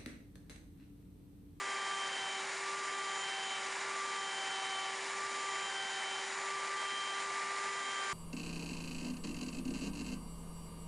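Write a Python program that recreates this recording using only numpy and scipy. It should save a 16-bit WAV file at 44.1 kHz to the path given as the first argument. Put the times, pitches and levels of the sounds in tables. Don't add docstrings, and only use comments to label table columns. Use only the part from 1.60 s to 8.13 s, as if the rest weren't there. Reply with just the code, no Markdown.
import sys
import numpy as np
from scipy import signal
from scipy.fft import rfft, irfft
from scipy.io import wavfile

SR = 44100
rng = np.random.default_rng(int(sys.argv[2]) if len(sys.argv) > 2 else 0)


def generate_wav(sig):
    pcm = np.round(np.clip(np.atleast_2d(sig).T, -1, 1) * 32767).astype(np.int16)
    wavfile.write(sys.argv[1], SR, pcm)


N = 287973
TIME = np.arange(N) / SR
FREQS = np.fft.rfftfreq(N, 1 / SR)

# f/Hz, level/dB
WORKSHOP_HUM = [(120, -86), (257, -74), (376.3, -69)]
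# f/Hz, relative level/dB
CRACKLE_SPECTRUM = [(200, -30), (900, -4.5), (2800, 2), (5000, -3), (8000, -9.5), (10000, -10.5)]
# f/Hz, relative level/dB
AIR_SPECTRUM = [(25, -51.5), (55, -37.5), (105, -25), (135, -18.5), (300, -12), (480, -9), (740, -4),
                (1400, -2.5), (2250, -2.5), (2650, -7.5), (4200, -12.5), (7200, -12), (8300, -14.5),
                (10000, -16)]
# f/Hz, width/Hz, boost/dB
RESONANCES = [(132.3, 16, 4.5), (196.5, 29, 3.5), (540, 46, 1), (868, 93, 4), (1014, 170, 4),
              (1750, 220, 3), (2110, 380, 3), (3885, 190, 4.5), (4900, 900, 2.5), (5820, 890, 1),
              (6960, 440, 2), (8950, 600, 1)]
# gain/dB always, then added in a surge, in a lull, at full bite
ROAR_GAINS = (0.07, 2.5, -2.5, -0.2)
RUSH_GAINS = (0.97, 0.69, -1.8, -1.8)
HISS_GAINS = (0.46, .6, -1.4, -0.29)
# ball-pass multiple, orders added, free level/dB, cutting level/dB
BEARING_TONES = [(1, 0, -59, -58), (1, 1, -57, -59.5), (1, 2, -62.5, -62.5), (2, 0, -74, -70),
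                 (1, 4, -63, -60.5), (1, 6, -70, -75)]
# order, free level/dB, gain/dB on touching wood, gain/dB at full slowdown
SHAFT_TONES = [(5, -52, 0.9, -8.5), (6, -59.5, 1.5, 2.5), (7, -68.5, 4, 6.5), (9, -73.5, 4, 8),
               (10, -67, 5, 4), (11, -69, 0, 2), (12, -71, 5, 2.5), (14, -76, -0.5, -1), (15, -69.5, -2, 1),
               (16, -72.5, 3, 2.5), (20, -82, 5, 5), (24, -81, 1.5, 1.5)]
# t/s, level/dB
WHINE_LEVEL = [(0.0, -59), (1.2, -57.5), (1.62, -51), (1.74, -62), (1.86, -53), (2.16, -58), (2.88, -55),
               (2.94, -61.5), (4.08, -53.2), (4.2, -62.1), (4.32, -51), (4.44, -58.7), (4.8, -53.5),
               (5.34, -59.7), (6.52, -54)]
# t/s, level/dB
OVERTONE_LEVEL = [(0.0, -53), (0.6, -51), (0.9, -65), (1.68, -50), (1.98, -64), (2.76, -53.5),
                  (3.18, -54.8), (3.36, -68.7), (4.2, -48.5), (4.74, -60), (5.34, -54.5), (5.82, -58),
                  (6.52, -47.0)]
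# t/s, f/Hz
SHAFT_SPEED = [(0.0, 394.23), (0.42, 391.57), (0.65, 388.01), (0.82, 387.76), (1.16, 392.52),
               (1.35, 393.22), (1.91, 387.39), (2.06, 387.24), (2.32, 391.36), (2.52, 392.8),
               (2.85, 387.93), (3.27, 386.39), (3.51, 390.44), (3.8, 393.34), (4.21, 389.03),
               (4.57, 387.89), (4.88, 391.49), (5.26, 394.17), (5.58, 393.27), (6.08, 395.59),
               (6.53, 391.9)]
# start/s, rise/s, end/s, depth of cut (0-1)
DISC_PUSHES = [(-0.25, 0.76, 0.87, 0.6), (1.16, 0.54, 2.09, 0.7), (2.37, 0.37, 3.38, 0.82),
               (3.61, 0.57, 4.7, 0.64), (4.85, 0.36, 5.08, 0.3), (5.15, 0.06, 5.67, 0.15),
               (5.96, 0.5, 6.55, 0.33)]


def gain_of(db):
    return 10 ** (np.asarray(db) / 20)


def unit_level(x):
    return x / np.sqrt(np.mean(x ** 2) + 1e-20)


def curve(rows):
    return np.interp(TIME, *np.transpose(rows))


def spectrum(rows):
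    hz, db = np.transpose(rows)
    return np.interp(np.log(FREQS + 1), np.log(hz + 1), db)


def coloured(x, db):
    return unit_level(irfft(rfft(x) * gain_of(db), N))


def below(x, hz):
    return irfft(rfft(x) / (1 + (FREQS / hz) ** 12), N)


def delayed(x, lag_s):
    return np.interp(TIME - lag_s, TIME, x)


def swell(at_s, width_s):
    return np.exp(-((TIME - at_s) / width_s) ** 2)


def drift(rate_hz):
    count = 4096
    hz = np.fft.rfftfreq(count, TIME[-1] / count)
    slow = irfft(rfft(rng.standard_normal(count)) / (1 + (hz / rate_hz) ** 2))
    return np.interp(TIME, np.linspace(0, TIME[-1], count), unit_level(slow))


def tone(cycles, db, flutter, flutter_hz):
    angle = 2 * np.pi * (cycles + rng.random())
    wave = (1 + flutter * drift(flutter_hz)) * np.cos(angle)
    wave += flutter * drift(flutter_hz) * np.sin(angle)
    return gain_of(db) * wave * np.sqrt(2 / (1 + 2 * flutter ** 2))


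def workshop():
    return sum(tone(hz * TIME, db, flutter=0.28, flutter_hz=3) for hz, db in WORKSHOP_HUM)


def crackle(turns, bite, clicks_per_s=9000):
    chance = clicks_per_s / SR * (1 + 0.5 * np.cos(4 * np.pi * turns))
    size_db = np.minimum(rng.exponential(1, N), 4)
    sizes = gain_of(size_db) * rng.choice([-1, 1], N)
    clicks = coloured(sizes * (rng.random(N) < chance), spectrum(CRACKLE_SPECTRUM))
    return clicks * gain_of(-54 + 2 * bite + 1.9 * drift(25))


def fan(turns, contact, bite):
    boost_db = sum(db / (1 + (2 * (FREQS - hz) / width) ** 4) for hz, width, db in RESONANCES)
    throb = 1 + 0.09 * np.cos(2 * np.pi * turns)
    air = coloured(rng.standard_normal(N) * throb, spectrum(AIR_SPECTRUM) + boost_db)
    rumble, low, middle = below(air, 540), below(air, 1450), below(air, 2500)
    surge = sum(depth * swell(end + 0.095, width_s=0.12) for _, _, end, depth in DISC_PUSHES)
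    lull = np.sqrt(contact) * sum(swell(start + 0.23, width_s=0.12) for start, *_ in DISC_PUSHES)
    flow = np.array([np.ones(N), surge, lull, bite])
    gust = drift(9)
    roar = (low - rumble) * gain_of(np.dot(ROAR_GAINS, flow) + 0.4 * gust)
    rush = (middle - low) * gain_of(np.dot(RUSH_GAINS, flow) + 0.35 * gust)
    hiss = (air - middle) * gain_of(np.dot(HISS_GAINS, flow) + 0.2 * gust + 0.36 * drift(22))
    return gain_of(-42 + 0.57 * drift(60)) * (rumble + roar + rush + hiss)


def bearing(turns, bite, slowdown, passes_per_turn=3.61):
    tones = np.zeros(N)
    for multiple, added, free_db, cutting_db in BEARING_TONES:
        order = multiple * passes_per_turn + added
        level_db = free_db + bite * (cutting_db - free_db)
        tones += tone(order * turns, level_db, flutter=0.27, flutter_hz=4.1)
    pressure_db = -5 + 6.5 * delayed(slowdown, 0.15)
    return tones * gain_of(pressure_db)


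def motor(turns, contact, slowdown):
    wobble_db = -54 - 3 * contact + 1.3 * delayed(slowdown, 0.53)
    tones = tone(turns, wobble_db, flutter=0.097, flutter_hz=7)
    tones += tone(18 * turns, curve(WHINE_LEVEL), flutter=0.18, flutter_hz=18)
    drag = delayed(slowdown, 0.1)
    for order, free_db, contact_db, slowdown_db in SHAFT_TONES:
        level_db = free_db + contact * contact_db + drag * slowdown_db
        tones += tone(order * turns, level_db, flutter=0.22, flutter_hz=6)
    return tones


def howl(turns, speed, contact, quiet_speed_hz=389.18):
    dip_width_hz = np.where(speed > quiet_speed_hz, 2.45, 3.5)
    distance = np.clip((speed - quiet_speed_hz) / dip_width_hz, -1, 1)
    level = np.hypot(distance * gain_of(-43 - 1.2 * contact), gain_of(-62))
    return level * tone(3 * turns, 0, flutter=0.11, flutter_hz=13)


def feed(release_s=0.16):
    contact, bite = np.zeros(N), np.zeros(N)
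    for start, rise, end, depth in DISC_PUSHES:
        push = np.clip(np.minimum((TIME - start) / rise, (end - TIME) / release_s), 0, 1)
        contact += push
        bite += depth * push
    return contact, delayed(bite, 0.06)


def cutter(turns, contact, bite):
    knock_level = gain_of(-66.5) + bite * gain_of(-47.5)
    knock = knock_level * tone(2 * turns, 0, flutter=0.1, flutter_hz=20)
    overtone = tone(4 * turns, curve(OVERTONE_LEVEL), flutter=0.13, flutter_hz=7.8)
    ring_level = gain_of(-65) + contact * gain_of(-47)
    ring = ring_level * tone(8 * turns, 0, flutter=0.13, flutter_hz=12)
    return knock + overtone + ring


def scene(free_hz=395, loaded_hz=387):
    speed = curve(SHAFT_SPEED)
    turns = np.cumsum(speed + 0.12 * drift(15)) / SR
    slowdown = (free_hz - speed) / (free_hz - loaded_hz)
    contact, bite = feed()
    tones = motor(turns, contact, slowdown) + howl(turns, speed, contact)
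    tones += cutter(turns, contact, bite) + bearing(turns, bite, slowdown)
    mono = tones + fan(turns, contact, bite) + crackle(turns, bite) + workshop()
    return np.array([mono, mono])


def record(dry, cutoff_hz=10080):
    low_pass = signal.firwin(1023, cutoff_hz, window=("kaiser", 9), fs=SR)
    return signal.oaconvolve(dry, low_pass[None], "same")


dry = scene()
out = record(dry)
generate_wav(out)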